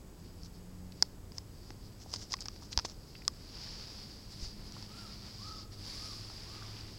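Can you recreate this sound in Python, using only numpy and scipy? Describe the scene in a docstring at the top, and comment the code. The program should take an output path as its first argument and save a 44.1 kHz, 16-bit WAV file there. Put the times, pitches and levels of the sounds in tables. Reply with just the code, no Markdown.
"""A quiet street: the town rumbles, a far engine gathers speed, and a phone hisses and whines faintly.
The phone is carried toward a cat. Fingers rub, click and press on its case, and each click makes
the microphone hole ring near 5 kHz. A sleeve swishes as the arm reaches out to stroke the cat,
and a distant crow caws four times, echoed by the houses."""
import sys
import numpy as np
from scipy import signal
from scipy.fft import rfft, irfft, next_fast_len
from scipy.io import wavfile
from scipy.ndimage import map_coordinates

SR = 44100
rng = np.random.default_rng(int(sys.argv[2]) if len(sys.argv) > 2 else 0)


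def dump_mix(stems):
    """Bounce the given channels to the path in sys.argv[1] as a 16-bit WAV at rate SR."""
    frames = np.atleast_2d(stems).T  # one column per channel
    limited = np.clip(frames, -1, 1)  # hard clip at full scale
    pcm = np.round(limited * 32767).astype(np.int16)
    wavfile.write(sys.argv[1], SR, pcm)


N = 307844

# the tone of light brushing, by skin or cloth: pitch_hz, level_db
BRUSH_TONE = [(1500, -18.5), (3000, -14.5), (4100, -6.5), (4750, 4), (5300, 0), (6200, -12), (7000, -16.5),
              (8500, -44), (16000, -48)]


def amp(db):
    """Turn decibels into a number to multiply by."""
    return 10 ** (np.asarray(db) / 20)


def wobble(rate):
    """A smooth random curve through `rate` points a second."""
    points = rng.standard_normal(int(N * rate / SR) + 4)
    return map_coordinates(points, [np.arange(N) * rate / SR])


def filtered(x, response):
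    """Turn each frequency in x up or down by response(hz)."""
    size = next_fast_len(N + SR // 2)
    return irfft(rfft(x, size) * response(np.fft.rfftfreq(size, 1 / SR)), size)[:N]


def colour(x, tone):
    """Shape x by (pitch_hz, level_db) points, at an average (rms) strength of 1."""
    pitches, db = np.transpose(tone)
    shaped = filtered(x, lambda hz: amp(np.interp(np.log(hz + 1), np.log(pitches), db)))
    return shaped / np.sqrt(np.mean(shaped ** 2) + 1e-20)


def add(track, start_s, sound):
    """Mix a sound into the track."""
    start = max(round(start_s * SR), 0)
    track[start:start + len(sound)] += sound[:max(N - start, 0)]


def friction(tone, grain_db):
    """Rubbing noise, made of tiny slips of uneven strength."""
    return colour(rng.standard_normal(N) * amp(grain_db * wobble(700)), tone)


def strokes(rows, rest_db=-np.inf):
    """A loudness curve: each stroke is 8.5 dB down at rise_s before its peak and fall_s after it."""
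    t = np.arange(0, N, 64) / SR
    power = amp(rest_db) ** 2
    for peak_s, rise_s, fall_s, level_db in rows:
        away = np.maximum((peak_s - t) / rise_s, (t - peak_s) / fall_s)
        power = power + amp(level_db - 8.5 * away ** 1.37) ** 2
    return np.interp(np.arange(N) / SR, t, np.sqrt(power))


def strike(notes, contact_s, band_hz):
    """A tap and its brief chatter ring an object's own notes, each fading 60 dB in its ring_s."""
    t = np.arange(SR // 10) / SR
    force = 0.091 * rng.standard_normal(SR // 100) * np.exp(-t[:SR // 100] / contact_s)
    force[0] += 1  # the tap itself
    ring = sum(amp(db + 4.5 * rng.normal() - 60 * t / ring_s) * np.sin(2 * np.pi * hz * t)
               for hz, db, ring_s in notes)
    band = signal.butter(2, band_hz, "band", fs=SR, output="sos")
    sound = signal.sosfilt(band, np.convolve(force, ring))
    return sound / np.sqrt(np.sum(sound ** 2) / (SR // 1000))  # same energy for every tap


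def background():
    """The town rumbles steadily while the phone's electronics hiss and whine."""
    # the town's low rumble: pitch_hz, level_db
    town_tone = [(10, -15.5), (25, 2.5), (60, -0.5), (100, -3), (160, -7), (250, -11), (400, -14),
                 (630, -22.5), (1000, -26), (2000, -35.5), (4000, -40.5)]
    # the microphone's hiss: pitch_hz, level_db
    hiss_tone = [(1000, 6.5), (2500, 4), (3600, 3), (4900, 1), (6000, 3), (6800, 8), (8500, -0.5),
                 (11000, -1.5), (16000, -4.5)]
    # thin electronic notes: pitch_hz, level_db
    whine_notes = [(7838, -78), (7897, -92), (15735, -92)]
    t = np.arange(N) / SR
    whine = sum(amp(db) * np.sin(2 * np.pi * hz * t + 0.5 * wobble(15)) for hz, db in whine_notes)
    rumble = amp(-51) * colour(rng.standard_normal(N), town_tone)
    hiss = amp(-67) * colour(rng.standard_normal(N), hiss_tone)
    return rumble + hiss + np.sqrt(2) * whine


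def engine():
    """Only a far engine's lowest notes reach the street: 1, 2 and 3 times its firing rate."""
    # the engine speeding up: time_s, firing_hz, level_db
    speed_up = [(0, 82.2, -63.5), (0.55, 89.4, -58), (0.98, 91.86, -59), (1.25, 97.7, -58.5),
                (1.6, 100.4, -56), (2.4, 100.8, -58), (3.2, 101.6, -66), (4, 101.9, -58.5), (5, 102, -55.5),
                (5.95, 103, -54.5), (6.3, 105, -55), (6.98, 106.6, -50)]
    # its three notes, lowest first: level_db
    note_levels = (-2, -15, -15.5)
    # the exhaust booms when a note passes these pitches: pitch_hz, width_hz, boost_db
    booms = [(180.6, 10.3, 20.5), (204.3, 3, 7.5)]
    t = np.arange(N) / SR
    times, rates, levels = np.transpose(speed_up)
    firing_hz, level_db = np.interp(t, times, rates), np.interp(t, times, levels)
    phase = 2 * np.pi * np.cumsum(firing_hz * (1 + 0.0027 * wobble(8))) / SR
    throb_db = 3.2 * np.cos(2 * np.pi * (t - 5.34) / 0.45)  # the lowest note swells every 0.45 s
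    out = np.zeros(N)
    for k, note_db in enumerate(note_levels, 1):
        boom_db = sum(db / (1 + ((k * firing_hz - hz) / width) ** 2) for hz, width, db in booms)
        waver_db = (k == 1) * throb_db + 1.25 * wobble(9.6)
        out += amp(level_db + note_db + boom_db + waver_db) * np.sin(k * phase)
    return np.sqrt(2) * out


def fingers():
    """Skin creeps on the case, scuffs as the grip shifts, and now and then slides."""
    # soft scuffs of the hand: peak_s, rise_s, fall_s, level_db
    grip_shifts = [(0.29, 0.067, 0.054, -63.5), (0.43, 0.05, 0.042, -63.5), (0.55, 0.03, 0.04, -63),
                   (1.02, 0.078, 0.081, -61), (1.67, 0.22, 0.13, -62.5), (1.85, 0.052, 0.066, -61.5),
                   (2.38, 0.28, 0.36, -58.5), (2.78, 0.033, 0.086, -52.5), (3.12, 0.15, 0.25, -60)]
    # fingertip slides: peak_s, rise_s, fall_s, level_db
    rubs = [(0.46, 0.013, 0.01, -55), (1.38, 0.026, 0.005, -52.5), (2.025, 0.022, 0.015, -52),
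            (2.141, 0.029, 0.023, -45), (2.225, 0.093, 0.025, -49.5), (2.325, 0.019, 0.0092, -44),
            (2.422, 0.015, 0.0039, -44.5), (2.627, 0.0095, 0.034, -51.5), (2.732, 0.013, 0.0046, -42),
            (2.853, 0.0037, 0.0086, -35), (2.89, 0.012, 0.036, -52), (4.44, 0.02, 0.027, -49)]
    # the tone of sliding skin: pitch_hz, level_db
    skin_tone = [(600, -5.5), (2500, -12), (4000, -4), (5200, 6), (6000, 2), (7000, -4), (8500, -15.5),
                 (12000, -32), (16000, -34)]
    slides = strokes(rubs) * friction(skin_tone, grain_db=3.5)
    scuffing = strokes(grip_shifts, rest_db=-72.5) * amp(1.5 * wobble(30))
    return slides + scuffing * friction(BRUSH_TONE, grain_db=2)


def case_clicks():
    """Hard taps ring the phone's microphone hole, body and rim; the grip sets the knock's pitch."""
    # taps on the case: start_s, level_db, knock_db, rim_db, knock_hz, contact_s
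    taps = [(0.4337, -36, -25, -19, 1330, 0.0011), (1.0245, -4, -21, -13, 920, 0.0016),
            (1.32, -38.5, -12.5, -23, 960, 0.001), (1.3826, -23, -22, -7.5, 1040, 0.0017),
            (1.705, -38.5, -4, -25, 795, 0.0011), (2.1381, -18.5, -16, -10, 1030, 0.0018),
            (2.1606, -25.5, -22, -6, 842, 0.0027), (2.3215, -20.5, -23, -25, 958, 0.00043),
            (2.3315, -21.5, -31, -6, 810, 0.0018), (2.3392, -18.5, -7.5, -26, 1110, 0.002),
            (2.368, -36, -20, -11, 1250, 0.0015), (2.4066, -30, -37, 3, 961, 0.0009),
            (2.457, -26.5, -14.5, -8, 850, 0.0046), (2.4842, -23.5, -15, -30, 1220, 0.0011),
            (2.5616, -41.5, -8.5, -19, 836, 0.00065), (2.7755, -10, -15.5, -16, 945, 0.00047),
            (2.7895, -17.5, -13.5, -13, 950, 0.0013), (2.7959, -24, -11.5, -21, 1350, 0.0024),
            (2.8497, -26.5, -4.5, -14, 1020, 0.0011), (3.2793, -10, -18, -1.5, 1160, 0.0009),
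            (4.7218, -34.5, -22, -6, 811, 0.002), (4.8259, -31.5, -15, -27, 909, 0.0011),
            (6.8103, -37, -18, -26, 1300, 0.0011)]
    # the microphone hole's notes: pitch_hz, level_db, ring_s
    hole_notes = [(4890, -13.5, 0.02), (5160, 4.5, 0.0051), (5700, -16.5, 0.0036), (5205, -41, 0.21)]
    # the body's notes above the knock: pitch_hz, level_db, ring_s
    body_notes = [(1700, -1.5, 0.0091), (2030, 1.5, 0.0089), (2560, 5, 0.0038), (3350, 2, 0.0056)]
    # the rim's high notes: pitch_hz, level_db, ring_s
    rim_notes = [(6950, -9, 0.0094), (7070, -9, 0.0017), (8250, -17, 0.0028), (10500, -32, 0.0023)]
    out = np.zeros(N)
    for start_s, level_db, knock_db, rim_db, knock_hz, contact_s in taps:
        hole = strike(hole_notes, contact_s, band_hz=(4120, 6500))
        knock_notes = [(knock_hz, 0, 0.015), (knock_hz * 1.43, -7, 0.007), (knock_hz * 0.39, -10, 0.006)]
        knock = strike(knock_notes, contact_s, band_hz=(467, 1940))
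        body = amp(-1.5) * strike(body_notes, contact_s, band_hz=(1270, 3870))
        rim = amp(rim_db - 6) * strike(rim_notes, contact_s, band_hz=(5700, 9250))
        t = np.arange(len(hole)) / SR
        crack = amp(-25 - 60 * t / 0.009) * rng.standard_normal(len(t))
        click = hole + amp(knock_db + 5) * (knock + body) + rim + crack
        add(out, start_s, amp(level_db - 6.5) * click)
    return out


def small_ticks():
    """Light taps each ring one short note."""
    # light taps: start_s, level_db, pitch_hz
    ticks = [(0.922, -42, 3980), (2.061, -41.5, 780), (2.389, -45, 2400), (2.623, -43, 1044),
             (2.729, -30, 4180), (2.734, -37, 4250), (3.153, -40, 2810), (3.220, -43, 2360),
             (3.251, -40, 4640), (4.766, -38.5, 1086), (6.3, -41.5, 1144), (6.624, -40.5, 1300)]
    out = np.zeros(N)
    for start_s, level_db, hz in ticks:
        tick = strike([(hz, 0, 9 / hz)], contact_s=0.0031, band_hz=(hz / 2, hz * 2))
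        add(out, start_s, amp(level_db - 3.5) * tick)
    return out


def palm_thumps():
    """The palm presses on the case; the pressure swings back once and settles."""
    # presses of the palm: start_s, level_db, pitch_hz
    presses = [(1.023, -33, 272), (1.705, -36, 270), (2.7754, -22.5, 57), (2.787, -36, 69.6),
               (2.849, -31, 454), (4.425, -28, 48.65), (4.459, -36, 33.8)]
    out, t = np.zeros(N), np.arange(SR // 5) / SR
    for start_s, level_db, hz in presses:
        add(out, start_s, amp(level_db) * np.sin(2 * np.pi * hz * t) * np.exp(-1.7 * hz * t))
    return out


def sleeve():
    """Cloth brushes lightly, swishes when the arm swings, and crackles where threads catch."""
    # sleeve movements: peak_s, rise_s, fall_s, brush_db, swish_db, fizz_db
    moves = [(3.42, 0.15, 0.12, -64, -74, -80), (3.65, 0.18, 0.4, -47, -59.5, -74),
             (4.03, 0.29, 0.25, -53, -65.5, -74.5), (4.325, 0.02, 0.062, -50.5, -78, -68),
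             (4.43, 0.062, 0.085, -46, -66, -69), (4.835, 0.31, 0.075, -52, -61.5, -72),
             (4.98, 0.08, 0.16, -51.5, -60, -68), (5.13, 0.076, 0.11, -52.5, -67, -81),
             (5.275, 0.074, 0.095, -52.5, -62, -76), (5.48, 0.22, 0.093, -49, -72, -72),
             (5.605, 0.099, 0.034, -48.5, -72, -76), (5.73, 0.012, 0.025, -51, -64, -71),
             (5.9, 0.095, 0.18, -45.5, -59, -64), (6.05, 0.11, 0.29, -46, -66.5, -65),
             (6.48, 0.51, 0.79, -51.5, -62.5, -71.5), (6.78, 0.4, 0.14, -60, -59.5, -89)]
    # the broad swish: pitch_hz, level_db
    swish_tone = [(300, -6), (800, 2), (1500, -0.5), (2800, 0), (4500, 0.5), (6000, -6.5), (7200, -17),
                  (8500, -20), (16000, -30)]
    # the airy fizz: pitch_hz, level_db
    fizz_tone = [(5000, -13.5), (7500, -4), (8600, -10.5), (10300, -8.5), (13000, -20), (16000, -24)]
    timing, levels = np.hsplit(np.array(moves), [3])
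    brushing, swishing, fizzing = [strokes(np.column_stack([timing, db])) for db in levels.T]
    brush = amp(-1) * brushing * friction(BRUSH_TONE, grain_db=1.5)
    swish = amp(2.5) * swishing * friction(swish_tone, grain_db=3)
    fizz = amp(4) * fizzing * friction(fizz_tone, grain_db=1)
    catches = (rng.random(N) < 30 / SR) * rng.standard_normal(N)  # about 30 a second
    crackle = amp(-13) * swishing * colour(catches, swish_tone)
    return amp(0.69 * wobble(30)) * (brush + swish + fizz + crackle)


def crow():
    """Each hoarse caw rises and falls; from afar one hears mostly the note at 3 times its base pitch."""
    # caws, with the top pitch of their loudest note: start_s, length_s, pitch_hz, level_db
    caws = [(4.869, 0.24, 1377, -60.5), (5.386, 0.23, 1294, -55.5), (5.92, .24, 1254, -59),
            (6.457, 0.22, 1242, -58)]
    # echoes off house fronts: delay_s, level_db
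    echoes = [(.07, -9), (0.132, -16), (.2, -22)]
    voice, jitter = np.zeros(N), wobble(200)
    for start_s, length_s, pitch_hz, level_db in caws:
        position = np.linspace(-1, 1, round(length_s * SR))  # 0 is the middle of the caw
        rasp = 0.022 * jitter[round(start_s * SR):][:len(position)]
        base_hz = pitch_hz / 3 * (1 - 0.22 * position ** 2 + rasp)
        phase = 2 * np.pi * np.cumsum(base_hz) / SR
        call = np.sin(3 * phase) + amp(-15) * np.sin(2 * phase) + amp(-22) * np.sin(4 * phase)
        add(voice, start_s, amp(level_db) * np.sqrt(1 - position ** 2) * call)
    voice *= amp(3 * wobble(110))  # a fast flutter adds hoarseness
    t = np.arange(SR) / SR
    tail = rng.standard_normal(SR) * amp(-60 * t / 0.89)  # the street's echo dies away in 0.89 s
    out = voice + amp(-5) * signal.fftconvolve(voice, tail / np.linalg.norm(tail))[:N]
    for delay_s, level_db in echoes:
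        add(out, delay_s, amp(level_db) * voice)
    return out


def scene():
    """One microphone feeds both channels."""
    handling = case_clicks() + small_ticks() + palm_thumps() + fingers()
    mono = handling + sleeve() + engine() + crow() + background()
    return np.array([mono, mono])


def record(dry):
    """The phone cuts off the very highest treble."""
    return np.array([filtered(channel, lambda hz: hz < 15950) for channel in dry])


dry = scene()
out = record(dry)
dump_mix(out)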